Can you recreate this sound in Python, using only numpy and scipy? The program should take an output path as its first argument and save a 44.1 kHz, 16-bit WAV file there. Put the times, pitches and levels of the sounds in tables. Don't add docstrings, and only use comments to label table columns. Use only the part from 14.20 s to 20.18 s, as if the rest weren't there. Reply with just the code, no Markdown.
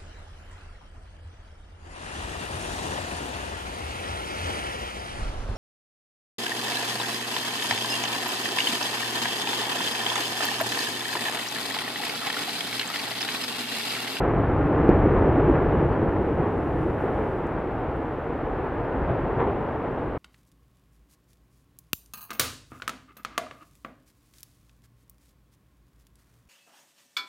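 import sys
import numpy as np
from scipy import signal
from scipy.fft import rfft, irfft
from scipy.io import wavfile

SR = 44100
rng = np.random.default_rng(int(sys.argv[2]) if len(sys.argv) > 2 else 0)


def dump_mix(stems):
    frames = np.atleast_2d(stems).T
    limited = np.clip(frames, -1, 1)
    pcm = np.round(limited * 32767).astype(np.int16)
    wavfile.write(sys.argv[1], SR, pcm)


N = 263718
TIME, FREQ = np.arange(N) / SR, np.fft.rfftfreq(N, 1 / SR)


def gain_of(db):
    return 10 ** (np.asarray(db) / 20)


def unit_rms(x):
    return x / np.sqrt(np.mean(x ** 2) + 1e-20)


def eq_db(curve):
    hz, db = np.transpose(curve)
    return np.interp(np.log(FREQ + 1), np.log(hz + 1), db)


def colour(x, curve):
    return unit_rms(irfft(rfft(x) * gain_of(eq_db(curve)), N))


def follow(rows, column=1):
    rows = np.asarray(rows)
    return np.interp(TIME, rows[:, 0], rows[:, column])


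def bump(s, half_width_s):
    return np.exp(-((TIME - s) / half_width_s) ** 2)


def swelling(s, attack_s, sharpness):
    age = np.maximum(TIME - s, 0) / attack_s
    return (age * np.exp(1 - age)) ** sharpness


def wander(rate_hz):
    band = np.exp(-(FREQ / rate_hz) ** 2) * (FREQ > rate_hz / 10)
    return unit_rms(irfft(rfft(rng.standard_normal(N)) * band, N))


def pops(per_s, spread_db):
    size = gain_of(spread_db * np.minimum(rng.exponential(1, (2, N)), 4))
    polarity = rng.choice([-1, 1], (2, N))
    fires = rng.random((2, N)) < per_s / SR
    return unit_rms(size * polarity * fires)


def resonate(x, hz, width_hz):
    turn = np.exp(2j * np.pi * np.cumsum(hz) / SR)
    pole = np.exp(-np.pi * width_hz / SR)
    return 2 * (turn * signal.lfilter([1 - pole], [1, -pole], x / turn)).real


def add(mix, s, sound):
    part = mix[max(round(s * SR), 0):][:len(sound)]
    part += sound[:len(part)]


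# f/Hz, relative level/dB
RUMBLE_EQ = [(12, -20.5), (25, -11), (42, -1), (63, -0.5), (100, -2), (150, -2), (215, -11.5), (320, -11.5),
             (700, -51.5), (2000, -92)]
# t/s, relative level/dB
RUMBLE_RIDE = [(0, 4), (.4, 5.5), (.7, 7.5), (1.1, 7), (1.5, 5), (1.9, 3.5), (2.25, -0.3), (2.8, -1),
               (3.4, -3), (4.1, -5.2), (4.55, -2.5), (5.25, 0), (5.5, -4), (5.98, -4.5)]
def churn(level_db=-30.0, heave_db=0.5):
    rumble = colour(rng.standard_normal((2, N)), RUMBLE_EQ)
    return rumble * gain_of(level_db + follow(RUMBLE_RIDE) + heave_db * wander(6.7))


# f/Hz, relative level/dB
BOOM_EQ = [(100, -32), (215, -4.5), (275, -0.5), (330, -1), (470, -1.5), (600, -9.5), (900, -22.5),
           (2000, -52), (5000, -93.5)]
# t/s, melt vigour/dB, gas flow/dB
ERUPTION_ARC = [(0.0, 2.5, 4.5), (0.35, 3, 1.5), (0.65, 7.5, 4.0), (1.35, 7, 4.0), (2.0, 3, -0.5),
                (2.45, 0.9, -1.5), (2.72, 0.5, -1.7), (2.84, 1.5, 0.2), (3.02, 0.5, 0.5),
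                (3.12, -2.0, -1.7), (4.05, -6.5, -2.5), (4.5, -4, -0.5), (4.85, -2, -0.5), (5.05, -2.5, 0),
                (5.25, 1, -0.5), (5.5, -3, -1.2), (5.98, -5.0, -3)]
# t/s, extra vigour/dB
CLUSTERS = [(.86, 0.5), (1.05, 1.5), (1.29, 3.5), (1.64, 2), (2.13, 0)]
# t/s, f/Hz
VENT_PITCH = [(0, 310), (.55, 296.5), (.88, 319), (1.06, 400), (1.18, 332), (1.31, 333), (1.47, 401),
              (1.75, 287), (1.9, 385), (2.13, 311), (2.3, 397), (2.6, 287), (2.75, 409), (3.0, 441),
              (3.3, 338), (4.3, 302), (5.2, 380), (5.6, 435), (5.98, 406)]
def boil(level_db=-29.0, swell=0.86, hollow=0.46, hollow_growth=0.86, throb_db=-1.2):
    bursts = colour(pops(per_s=3500, spread_db=1.5), BOOM_EQ)
    accent_db = sum(db * bump(s, half_width_s=0.032) for s, db in CLUSTERS)
    vigour_db = follow(ERUPTION_ARC, column=1) + accent_db
    ring = resonate(bursts, follow(VENT_PITCH), width_hz=45)
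    ring_gain = hollow * gain_of(hollow_growth * vigour_db)
    boom = unit_rms((bursts + ring_gain * ring) / np.sqrt(1 + ring_gain))
    return boom * gain_of(level_db + swell * vigour_db + throb_db * wander(55))


# f/Hz, relative level/dB
RUSH_EQ = [(100, -26), (215, -11), (400, -1), (560, -2), (800, -0.5), (1050, -5.5), (1330, -8.5),
           (1750, -14), (2200, -22), (2900, -30.5), (3600, -43), (4500, -55.5), (6000, -81), (16000, -100)]
def gas(level_db=-31.0, swell=1.1, flutter_db=0.5):
    rush = colour(pops(per_s=8000, spread_db=2.0), RUSH_EQ)
    flow_db = follow(ERUPTION_ARC, column=2)
    return rush * gain_of(level_db + swell * flow_db + flutter_db * wander(22))


# f/Hz, relative level/dB
STEAM_EQ = [(500, -12), (2000, 4), (2900, -3.5), (3600, -11), (4500, -20), (5500, -28), (7500, -49),
            (16000, -79)]
def steam(level_db=-54, swell=0.33):
    hiss = colour(rng.standard_normal((2, N)), STEAM_EQ)
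    return hiss * gain_of(level_db + swell * follow(ERUPTION_ARC, column=2))


# f/Hz, relative level/dB
HISS_EQ = [(1000, -12), (4000, 3), (7000, 0), (10500, -1), (12500, -1.5), (15500, -5)]
# f/Hz, relative level/dB
SIZZLE_EQ = [(3000, -8.5), (5000, -0.5), (7500, -3), (10800, 0), (12500, -5), (15500, -11.5)]
# crest t/s, relative level/dB, half width/s
GUST_CUES = [(1.6, -5.5, .25), (2.6, -2.5, 0.7), (2.63, -2, .065), (2.82, -1, .055), (3.04, -2.5, .18)]
def wind(level_db=-76.0, gust_db=-73.0, flicker_db=0.5, flutter_db=0.7):
    hiss = colour(rng.standard_normal((2, N)), HISS_EQ)
    hiss *= gain_of(level_db + flicker_db * wander(70))
    gust = np.sqrt(sum((gain_of(db) * bump(s, half_s)) ** 2 for s, db, half_s in GUST_CUES))
    sizzle = colour(pops(per_s=6000, spread_db=1.6), SIZZLE_EQ)
    return hiss + gust * sizzle * gain_of(gust_db + flutter_db * wander(60))


# t/s, envelope peak level/dB, f/Hz, attack/cycles
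THUD_CUES = [(0.611, -15, 420, .8), (0.69, 0, 345, .85), (0.6968, -8.5, 480, 1), (.6965, -14.5, 150, 1.1),
             (0.84, -16, 315, 6), (1.285, -16, 335, 5), (1.624, -13, 290, 1), (2.11, -21, 310, 5),
             (2.185, -19.5, 155, 2.5), (2.595, -20, 144, 2), (2.744, -20, 500, 1), (4.901, -17.5, 105, .8)]
def thuds(wall_db=-13, wall_t60_s=0.1):
    t, direct = np.arange(SR // 4) / SR, np.zeros(N)
    for s, db, hz, cycles in THUD_CUES:
        age = hz * t / cycles
        envelope = age ** 2 * np.exp(1 - age ** 2)
        add(direct, s, gain_of(db) * envelope * np.sin(2 * np.pi * hz * t))
    walls = rng.standard_normal((2, len(t))) * gain_of(-60 * t / wall_t60_s)
    walls /= np.linalg.norm(walls[0])
    echo = signal.fftconvolve(direct[None], walls, axes=1)[:, :N]
    return np.array([direct, np.zeros(N)]) + gain_of(wall_db) * echo


# f/Hz, relative level/dB
WHOOSH_EQ = [(100, -18.5), (250, -15), (400, 3), (1000, -1), (1450, -8.5), (2200, -17), (3600, -34),
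             (6000, -72), (16000, -100)]
# t/s, relative level/dB, attack/s, ring f/Hz
SPURT_CUES = [(0.666, -35.5, .045, 1700), (2.154, -33.5, 0.082, 800), (4.859, -30, .04, 520),
              (5.168, -25, 0.043, 795), (5.253, -31.5, .038, 557)]
def spurts(level_db=1.4, hollow=0.67):
    whoosh = colour(pops(per_s=3000, spread_db=2.0), WHOOSH_EQ)
    out = np.zeros((2, N))
    for s, db, attack_s, hz in SPURT_CUES:
        ring = unit_rms(resonate(whoosh, np.full(N, hz), width_hz=500))
        envelope = gain_of(db + level_db) * swelling(s, attack_s, sharpness=3.2)
        out += envelope * unit_rms(whoosh + hollow * ring)
    return out


# t/s, level/dB, attack/s
SLUMP_CUES = [(0.671, -26.5, .025), (1.586, -27, 0.023), (1.798, -27, .035), (1.973, -28.5, 0.026),
              (2.152, -27, .036), (4.78, -28, .028), (4.899, -29, .036), (5.159, -31.5, 0.035)]
def slumps(sharpness=8.1):
    envelope = sum(gain_of(db) * swelling(s, attack_s, sharpness) for s, db, attack_s in SLUMP_CUES)
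    return envelope * colour(rng.standard_normal((2, N)), RUMBLE_EQ)


# t/s, relative level/dB, f/Hz, bandwidth/Hz, decay/s
GRIT_CUES = [(1.6012, -58, 5100, 2500, 0.0022), (1.72, -63.5, 4500, 160, .025),
             (3.269, -57.5, 6200, 5000, .004), (3.7675, -53, 11500, 5000, 0.0013)]
def grit(level_db=-5):
    t, out = np.arange(SR // 10) / SR, np.zeros(N)
    for s, db, hz, width_hz, decay_s in GRIT_CUES:
        pitch = np.full(len(t), hz)
        band = resonate(rng.standard_normal(len(t)), pitch, width_hz)
        tick = unit_rms(resonate(band, pitch, width_hz))
        add(out, s, gain_of(db + level_db) * tick * np.exp(-t / decay_s))
    return out


# f/Hz, side gain/dB
SIDE_EQ = [(40, -33.5), (100, -22.5), (320, -22), (490, -15.5), (750, -21), (1750, -14), (2700, -14),
           (3200, -14.5), (5500, -6.5), (12000, -5.5)]
# f/Hz, left over right level/dB
PAN_EQ = [(40, .3), (120, 1.1), (320, -.7), (500, 0.35), (1500, .9), (3000, .5), (5000, .1)]
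def outdoors(mid_side):
    edge_fades = signal.windows.tukey(N, 400 / N)
    mid, side = rfft(mid_side * edge_fades)
    side *= gain_of(eq_db(SIDE_EQ))
    lean = gain_of(eq_db(PAN_EQ) / 2)
    return irfft(np.array([(mid + side) * lean, (mid - side) / lean]), N)


def scene():
    mid_side = churn() + boil() + gas() + steam() + wind() + thuds() + spurts() + slumps()
    return outdoors(mid_side) + grit()


def record(dry, cutoff_hz=15700):
    high_cut = signal.firwin(511, cutoff_hz, window=("kaiser", 9), fs=SR)
    return signal.oaconvolve(dry, high_cut[None], "same")


dry = scene()
out = record(dry)
dump_mix(out)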